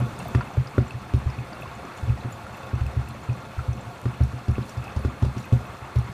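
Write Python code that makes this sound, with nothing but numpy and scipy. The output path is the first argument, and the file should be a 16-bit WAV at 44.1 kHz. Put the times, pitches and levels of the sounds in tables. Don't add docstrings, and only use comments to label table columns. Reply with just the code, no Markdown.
import sys
import numpy as np
from scipy import signal
from scipy.io import wavfile

SR = 44100
rng = np.random.default_rng(int(sys.argv[2]) if len(sys.argv) > 2 else 0)


def invert_db(level):
    return 10 ** (np.asarray(level, dtype=float) / 20)


def store_pcm(level_fs):
    pcm = np.round(np.clip(level_fs, -1, 1) * 32767).astype(np.int16)
    wavfile.write(sys.argv[1], SR, np.atleast_2d(pcm).T)


N = 270333


def rms_one(x):
    return x / np.sqrt(np.mean(x ** 2) + 1e-20)


def bandpass(x, low_hz, high_hz):
    return signal.sosfilt(signal.butter(2, [low_hz, high_hz], "band", fs=SR, output="sos"), x)


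def in_time(rows):
    start_s, level_db = np.transpose(rows)
    return np.interp(np.arange(N) / SR, start_s, level_db)


def drift(rate_hz):
    r = np.exp(-80 * np.pi * rate_hz / SR)
    white = rng.standard_normal(N // 40 + 2002)
    slow = signal.lfilter([1], [1, -2 * r, r * r], white)[2000:]
    return np.interp(np.arange(N) / 40, np.arange(len(slow)), rms_one(slow))


def ring(clicks, hz, t60):
    r, w = invert_db(-60 / (t60 * SR)), 2 * np.pi * hz / SR
    return signal.lfilter([0, np.sin(w)], [1, -2 * r * np.cos(w), r * r], clicks + 1e-18)


def strikes(times, sizes):
    clicks = np.zeros(N)
    places = np.clip(np.round(np.asarray(times) * SR).astype(int), 0, N - 1)
    np.add.at(clicks, places, sizes)
    return clicks


def grains(per_s, spread_db):
    unevenness = np.minimum(rng.exponential(1, N), 5)
    sizes = invert_db(spread_db * unevenness) * rng.choice([-1, 1], N)
    return sizes * (rng.random(N) < per_s / SR)


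def banded_noise(spectrum, patchy_db, surge_db):
    hz, level = np.transpose(spectrum)
    edges = 22 * 2 ** (np.arange(29.5) / 3)
    white = rng.standard_normal((2, N))
    surge = surge_db * drift(15)
    out = 0
    for k, (low, high) in enumerate(zip(edges, edges[1:])):
        if hz[0] < high and low < hz[-2] * 1.3:
            band = bandpass(white[k % 2], low, high)
            centre_db = np.interp(np.log(low * high) / 2, np.log(hz), level, left=-60)
            out = out + invert_db(centre_db + surge + patchy_db * drift(20.3)) * band
    return rms_one(out)


def bubbles(low_hz, high_hz, per_s, cycles):
    born = grains(per_s * invert_db(3.2 * drift(6.5)), spread_db=2.0)
    dealt = rng.integers(0, 12, N)
    out = 0
    for k, hz in enumerate(np.geomspace(low_hz, high_hz, 12)):
        out = out + ring(born * (dealt == k), hz, cycles / hz) / hz
    return rms_one(out)


def ticks(table, share, t60, width, rise_s):
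    length = 3000
    out, t = np.zeros(N + length), np.arange(length) / SR
    shape = (1 - np.exp(-t / rise_s)) * invert_db(-60 * t / t60)
    shape = shape / shape.max()
    shape = shape + 0.12 * np.interp(t - 0.013, t, shape, left=0)
    for (s, peak_db, hz), white in zip(table, rng.standard_normal((len(table), length))):
        splash = rms_one(bandpass(white, hz / (1 + width), min(hz * (1 + width), 16000)))
        tone = np.sin(2 * np.pi * hz * t)
        tick = (1 - share) * tone + share * 0.33 * splash
        out[round(s * SR):][:length] += invert_db(peak_db) * shape * tick
    return out[:N]


def shaken(table, over_crack_db, hz):
    rows = list(table) + [(s, crack_db + over_crack_db) for s, _, _, crack_db in BALL_KNOCKS]
    pitches = hz * (1 + 0.0234 * rng.standard_normal(len(rows)))
    return [(*row, pitch)[:3] for row, pitch in zip(rows, pitches)]


def swell_db(s, db, rise_s, fall_s):
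    late = np.arange(N) / SR - s
    return db * np.exp(np.where(late < 0, late / rise_s, -late / fall_s))


# start_s, level_db
ROLLING = [(0.0, -40), (1.84, -45), (2.15, -42.5), (2.73, -46), (2.94, -42), (3.14, -39.5), (3.62, -45),
           (3.74, -37.5), (3.94, -44), (4.37, -42.5), (4.81, -42), (5.24, -42), (5.94, -48), (6.13, -39)]


def roll_db():
    level_db = in_time(ROLLING)
    return level_db - level_db.mean()


# start_s, suspension_db, tub_db, panel_db,
# lean_db (tilt to the upper modes of each family)
HEAVY_DROPS = [(0.0153, -42, -18, -14, -2), (0.3465, -9.5, -7.5, -8, 0.6), (0.569, -11, -7, -20, 2),
               (0.7775, -8.5, -7.5, -5, 1.6), (1.1353, -7.5, -7.5, -11.5, 0), (1.258, -11, -14.5, -25, 1.5),
               (1.8443, -40, -50, -21.5, -0.5), (2.0246, -15.5, -22, -33.5, 0),
               (2.0751, -20, -15, -29, -0.5), (2.0933, -9, -15, -24, -1.2), (2.2467, -33, -18, -18, 0),
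               (2.7301, -13, -15, -18.5, -0.4), (2.8067, -10, -19.5, -29, -1.5),
               (2.8525, -15.5, -20.5, -40, 0), (2.9635, -11.5, -11.5, -24.5, -1.1),
               (3.288, -19, -13, -20.5, 0.5), (3.575, -14, -19, -42, 0.1), (3.6792, -10, -14, -29, 0.5),
               (4.054, -17.5, -13, -12, .3), (4.2035, -4.5, -9, -16, -1.3), (4.4804, -7.5, -11.5, -16, .3),
               (4.4905, -10, -30, -20, -4.5), (4.579, -23, -17.5, -13, 0), (4.961, -11, -18.5, -19, -1),
               (5.0462, -10.5, -13, -11.5, 1.2), (5.2222, -7.5, -9, -11, -1), (5.2512, -17, -13, -23, 1),
               (5.363, -35, -19.5, -19.5, -2), (5.524, -8.5, -7.5, -11, -1.5),
               (5.9564, -7.5, -8.5, -23, -0.1)]
# start_s, suspension_db, tub_db, panel_db
LIGHT_FLOPS = [(0.0, -20, -14, -28), (0.121, -39, -31, -41), (0.2568, -30, -29, -25),
               (0.9411, -24, -20, -38), (1.3782, -25, -21, -24), (1.605, -38, -37, -32),
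               (1.6665, -29, -33, -29), (1.754, -30, -33, -44), (1.9, -38, -41, -42),
               (2.1853, -29, -28, -39), (2.333, -31, -29, -43), (2.435, -32, -35, -34),
               (2.5, -36, -43, -42), (2.561, -46, -38, -44), (2.63, -36, -37, -40), (2.926, -36, -35, -41),
               (3.082, -30, -23, -32), (3.181, -46, -42, -38), (3.435, -40, -35, -33),
               (3.778, -35, -34, -42), (3.8647, -40, -24, -33), (3.961, -42, -41, -50),
               (4.2179, -16, -17.5, -31), (4.3311, -26, -21, -23.5), (4.681, -38, -46, -40),
               (4.7678, -20, -18.5, -30), (5.62, -33, -26, -51), (5.69, -27, -36, -49),
               (5.741, -40, -33, -46), (5.8145, -29, -30.5, -47), (5.9825, -24, -16, -27),
               (6.086, -27, -26, -32)]
# pitch_hz, level_db, t60_s, swing (sign at the microphone)
SPRING_ROCKING = (36, -15.5, .09, 1)
# pitch_hz, level_db, t60_s, swing
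TUB_MODES = [(63, -18.8, 0.265, 1), (71, -14.1, 0.313, -1), (78, -6.4, 0.13, -1), (98, -21.1, 0.231, 1),
             (120, -0.9, 0.182, 1), (134, -9.5, 0.236, -1)]
# pitch_hz, level_db, t60_s, swing
PANEL_MODES = [(169, -22.2, .3, -1), (202, -21.8, .3, 1), (225, -18.7, .3, 1), (249, -20.7, .3, 1),
               (293, -13.5, .084, -1), (354, -22.6, .127, -1), (374, -19, .155, -1), (470, -15.5, .023, 1)]
PANEL_LAG_S, TUB_LEAD_S = 0.00093, 0.0005


def thuds():
    drops = np.array(HEAVY_DROPS + [(*row, 0) for row in LIGHT_FLOPS])
    modes = [SPRING_ROCKING, *TUB_MODES, *PANEL_MODES]
    scatter_db = rng.normal(0, 1.2, (len(drops), len(modes)))
    tumble = invert_db(-50 + roll_db()) * grains(per_s=200, spread_db=2.0)
    out = np.zeros((2, N))
    for k, (hz, level_db, t60, swing) in enumerate(modes):
        panel = int(k > len(TUB_MODES))
        family = 3 if panel else 1 + (hz > 105)
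        lean = 1 if hz > (75, 125, 260)[family - 1] else -1
        start_s = drops[:, 0] + (PANEL_LAG_S if panel else -TUB_LEAD_S)
        size_db = drops[:, family] + lean * drops[:, 4] + scatter_db[:, k]
        blows = strikes(start_s, invert_db(size_db)) + tumble
        out[panel] += swing * invert_db(level_db) * ring(blows, hz, t60)
    tub = signal.lfilter(*signal.butter(2, 330, fs=SR), out[0])
    soft = np.exp(-2 * np.pi * 1200 / SR)
    return tub + signal.lfilter([1 - soft], [1, -soft], out[1])


def wave_db():
    return swell_db(0.32, 4.5, rise_s=0.59, fall_s=0.11)


# start_s, level_db
WALL_SPLASHES = [(0.19, 4.5), (0.9, -1.5), (1.14, 2), (1.6, 1), (1.97, 3.5), (2.3, 0.5), (2.53, 3),
                 (3.08, -0.5), (4.22, 1), (4.68, 4.5), (4.96, 1), (5.23, 2), (5.38, 4), (5.53, 4),
                 (5.96, 2)]


def splash_db():
    return sum(swell_db(s, db, rise_s=0.0033, fall_s=0.059) for s, db in WALL_SPLASHES)


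# pitch_hz, level_db (per Hz)
CHURN_SPECTRUM = [(15, -62), (25, -33), (54, -1), (172, 3), (204, 6.5), (263, -10.5), (305, -8.5),
                  (425, -5), (492, -6.5), (600, -34), (780, -53), (1320, -120)]


def churn():
    level_db = -45 + 0.8 * roll_db() + wave_db()
    return invert_db(level_db) * banded_noise(CHURN_SPECTRUM, patchy_db=3.0, surge_db=0.5)


# pitch_hz, width_hz, level_db
DRUM_MODES = [(532.5, 40, 3.5), (709.6, 60, 7), (878, 42, 4), (1113, 54, 5.5), (1400, 14.5, 8),
              (2560, 108, -4.5), (3493, 210, -9.5), (4680, 67, -24), (5970, 160, -18), (7100, 49, -21),
              (11000, 190, -46)]


def shell():
    water = rng.standard_normal(N) + 0.63 * rms_one(grains(per_s=90, spread_db=4))
    out = 0
    for hz, width, level_db in DRUM_MODES:
        out = out + invert_db(level_db) * np.sqrt(width) * rms_one(ring(water, hz, 4.6 / width))
    return rms_one(out)


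# pitch_hz, level_db (per Hz)
SLOSH_SPECTRUM = [(210, -30), (350, 3.5), (433, -17), (487, -12), (637, -14), (694, 14), (805, -6.5),
                  (1320, -4), (1560, -9.5), (2610, -14.5), (3060, -19.5), (3520, -33), (4500, -37),
                  (5850, -60), (9900, -120)]
# start_s, level_db
SWILLING = [(0.0, -39), (0.17, -44), (0.38, -38), (0.61, -43.5), (1.55, -43), (1.66, -42), (2.05, -42),
            (3.74, -44), (4.18, -44), (5.04, -43), (5.82, -42.5), (6.13, -45)]


def slosh():
    water = banded_noise(SLOSH_SPECTRUM, patchy_db=1.5, surge_db=1.35)
    water = water + invert_db(-4.0) * shell()
    water = water + invert_db(-6) * bubbles(540, 2300, per_s=500, cycles=34)
    swill_db = in_time(SWILLING)
    level_db = -43.5 + 0.61 * (swill_db - np.median(swill_db))
    return invert_db(level_db + 0.12 * wave_db() + 0.2 * splash_db()) * water


def patter():
    return rms_one(bandpass(grains(per_s=49, spread_db=6.5), 2500, 13000))


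# pitch_hz, level_db (per Hz)
SPRAY_SPECTRUM = [(1760, -40), (3000, -9), (3530, 2), (3750, 1), (5610, -8), (7300, -2.5), (7810, -7),
                  (13100, -14), (15000, -19)]


def spray():
    water = banded_noise(SPRAY_SPECTRUM, patchy_db=0.9, surge_db=0.45)
    water = water + invert_db(-9.5) * bubbles(4570, 15500, per_s=120, cycles=79)
    water = water + invert_db(-17) * patter()
    water = water + invert_db(-15) * bubbles(7600, 15000, per_s=260, cycles=110)
    return invert_db(-58 + 0.83 * wave_db() + splash_db()) * water


# pitch_hz, level_db (rms)
MOTOR_LINES = [(2200, -65.5), (3199, -70), (4079, -88), (4226, -77), (4275, -68), (4324, -79), (4374, -98),
               (8061, -97), (8256, -92), (8305, -90), (8451, -92)]


def motor():
    t, wow = np.arange(N) / SR, drift(1.0)
    out = np.zeros(N)
    for hz, level_db in MOTOR_LINES:
        level = np.sqrt(2) * invert_db(level_db + 1.2 * drift(3))
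        out += level * np.sin(2 * np.pi * hz * t + wow * hz / 4000)
    return out


# start_s, level_db (peak), pitch_hz
DROPLETS = [(0.001, -42, 11000), (1.55, -48, 10500), (2.05, -54, 12000), (2.57, -45, 13000),
            (2.66, -50, 12000), (0.189, -32, 8700), (0.188, -51, 11900), (0.2498, -47, 9800),
            (0.2828, -37, 14000), (0.9068, -43, 8800), (1.1638, -43, 8700), (1.6122, -44, 13000),
            (1.6232, -45, 10840), (1.9754, -49, 8980), (2.3077, -50, 11000), (2.3196, -43, 11000),
            (2.3191, -47, 13700), (2.4698, -46, 9460), (3.0869, -41, 9500), (3.0869, -43, 13300),
            (4.2353, -43, 10500), (4.5111, -45, 10440), (4.6548, -45, 10800), (4.6932, -45, 8660),
            (4.6942, -49, 13400), (4.8783, -52, 13300), (4.9916, -45, 10500), (5.025, -50, 12900),
            (5.253, -45, 9110), (5.454, -44, 13400), (5.6645, -48, 13500), (5.9579, -48, 12100),
            (5.9873, -41, 10600)]


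def droplets():
    return ticks(shaken(DROPLETS, 0.5, hz=9500), share=0.5, t60=0.022, width=0.11, rise_s=0.00035)


# start_s, level_db
# (peak), pitch_hz
AIR_POCKETS = [(0.003, -24, 594), (0.011, -38, 935), (0.066, -23, 493), (0.182, -45, 1230),
               (0.197, -22.5, 805), (0.213, -29, 606), (0.255, -21.5, 704), (0.269, -32, 700),
               (0.299, -34, 816), (0.408, -21, 1400), (0.3485, -31, 1690), (0.407, -21.5, 980),
               (0.503, -28, 790), (1.656, -24, 1070), (2.174, -35, 770), (3.59, -24, 1360),
               (3.805, -42, 705), (4.869, -30, 804), (5.124, -34, 910), (5.876, -35, 1180),
               (1.033, -48, 1210), (1.44, -29.5, 720), (2.376, -33, 684), (2.418, -28.5, 703),
               (2.465, -31, 1370), (2.55, -34, 1180), (2.65, -36, 1150), (2.175, -38, 1900),
               (2.548, -35, 2020), (3.35, -31, 1150), (3.43, -37, 1400), (3.41, -33, 680),
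               (3.645, -37, 510), (3.682, -37, 710), (3.91, -29, 720), (4.905, -36, 1320),
               (4.964, -26, 880), (5.098, -29, 1180), (5.226, -27, 883), (5.25, -30, 890),
               (5.605, -30, 733), (5.809, -39, 874)]


def gurgles():
    return ticks(AIR_POCKETS, share=0.58, t60=0.035, width=0.2, rise_s=0.0018)


# start_s, level_db (peak)
PULL_CLINKS = [(0.188, -41), (0.8794, -42), (1.7504, -44), (1.9724, -43), (2.3256, -35.5), (2.596, -50),
               (3.0869, -46), (3.8092, -43), (4.6384, -50), (4.6937, -39.5), (5.3807, -49), (1.8512, -48),
               (2.545, -49), (3.2365, -46), (5.1, -51), (5.4, -43)]


def clinks():
    return ticks(shaken(PULL_CLINKS, -2, hz=7060), share=0.4, t60=0.03, width=0.12, rise_s=0.0003)


# start_s, level_db (peak)
BUTTON_TICKS = [(0.2029, -32), (0.3481, -29), (0.473, -38), (0.9073, -27.5), (1.387, -34), (1.622, -29),
                (2.0946, -35), (2.7531, -40), (2.8085, -40), (2.864, -34.5), (3.0749, -36.5),
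                (3.2964, -34.5), (3.39, -43), (3.7758, -39), (4.555, -34), (4.8235, -38), (4.8792, -31.5),
                (5.037, -36.5), (5.442, -34), (5.652, -38), (0.4075, -37), (1.5668, -43), (1.6771, -38),
                (1.7928, -49), (1.922, -47), (2.2149, -40), (2.4249, -43), (2.545, -35), (3.0016, -45),
                (3.5743, -43), (4.8589, -37), (5.267, -41), (5.455, -42)]


def buttons():
    return ticks(shaken(BUTTON_TICKS, 6, hz=2600), share=0.25, t60=0.026, width=0.08, rise_s=0.0004)


# start_s, high_modes_db, low_modes_db, crack_db
BALL_KNOCKS = [(0.3485, -20.5, -35, -45.5), (0.57, -34, -26.5, -56), (0.781, -23.5, -17.5, -51),
               (1.1366, -33, -27, -49.5), (4.0558, -26, -47, -55), (4.21, -35, -27, -64),
               (4.4824, -48, -30, -52), (4.582, -35, -32, -61), (4.9627, -44, -32, -49.5),
               (5.049, -31, -26, -50.5), (5.2238, -47, -27.5, -50.5), (5.248, -46, -27.5, -52),
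               (5.3654, -40, -43, -53), (5.5256, -44, -28, -51), (5.9569, -46, -34, -51.5)]
# pitch_hz, level_db, t60_s
DOOR_MODES = [(430, 0, 0.03), (549, -1, 0.03), (579, -13, 0.081), (900, -16, 0.027), (1176, -7.5, 0.062),
              (1400, 6.5, 0.016), (1830, -3, 0.019), (2160, -3.5, 0.01)]


def knocks():
    table = np.array(BALL_KNOCKS)
    scatter_db = rng.normal(0, 3.2, (len(table), len(DOOR_MODES)))
    glass = np.zeros(N)
    for k, (hz, level_db, t60) in enumerate(DOOR_MODES):
        column = 2 if hz < 900 else 1
        size_db = table[:, column] + level_db - 3.5 + scatter_db[:, k]
        glass += ring(strikes(table[:, 0], invert_db(size_db)), hz, t60)
    glass = signal.sosfilt(signal.butter(2, 1700, fs=SR, output="sos"), glass)
    hits = strikes(table[:, 0], invert_db(table[:, 3] + 5.0))
    fade = signal.lfilter([1], [1, -invert_db(-60 / (0.084 * SR))], hits)
    return glass + fade * rms_one(bandpass(rng.standard_normal(N), 1800, 5000))


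# start_s, level_db (peak), pitch_hz
ZIP_TICKS = [(0.409, -36.5, 4470), (0.5362, -42, 5910), (0.671, -31, 5000), (0.9073, -40, 4430),
             (1.3, -37, 5070), (1.5284, -49, 4680), (1.85, -44, 6000), (2.2076, -37, 3880),
             (3.33, -42, 5800), (3.73, -38, 6100), (4.235, -39, 5570), (5.985, -40, 5630),
             (3.1064, -39, 4140), (4.2238, -40, 4230), (4.625, -36, 3920), (4.694, -35.5, 5620),
             (5.3807, -36, 5630), (5.4028, -38, 3850), (5.4266, -40, 5660), (1.53, -37.5, 4600),
             (1.99, -48, 5800), (2.4688, -49, 5990), (4.3799, -46, 5980), (4.5111, -44, 5690),
             (4.6548, -49, 5020), (4.7701, -42, 5710), (4.9916, -48, 5500)]


def zips():
    return ticks(shaken(ZIP_TICKS, -16, hz=4960), share=0.65, t60=0.03, width=0.14, rise_s=0.00038)


def scene():
    water = churn() + slosh() + spray()
    small_parts = droplets() + clinks() + buttons() + zips()
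    return (thuds() + water + motor() + gurgles() + small_parts + knocks())[None]


def roll_off(x):
    return signal.sosfilt(signal.butter(12, 15360, fs=SR, output="sos"), x)


def record(dry):
    mix = signal.sosfilt(signal.butter(1, 12, "high", fs=SR, output="sos"), dry)
    mix = signal.sosfilt(signal.ellip(10, 0.5, 60, 15450, fs=SR, output="sos"), mix)
    return roll_off(mix)


dry = scene()
out = record(dry)
store_pcm(out)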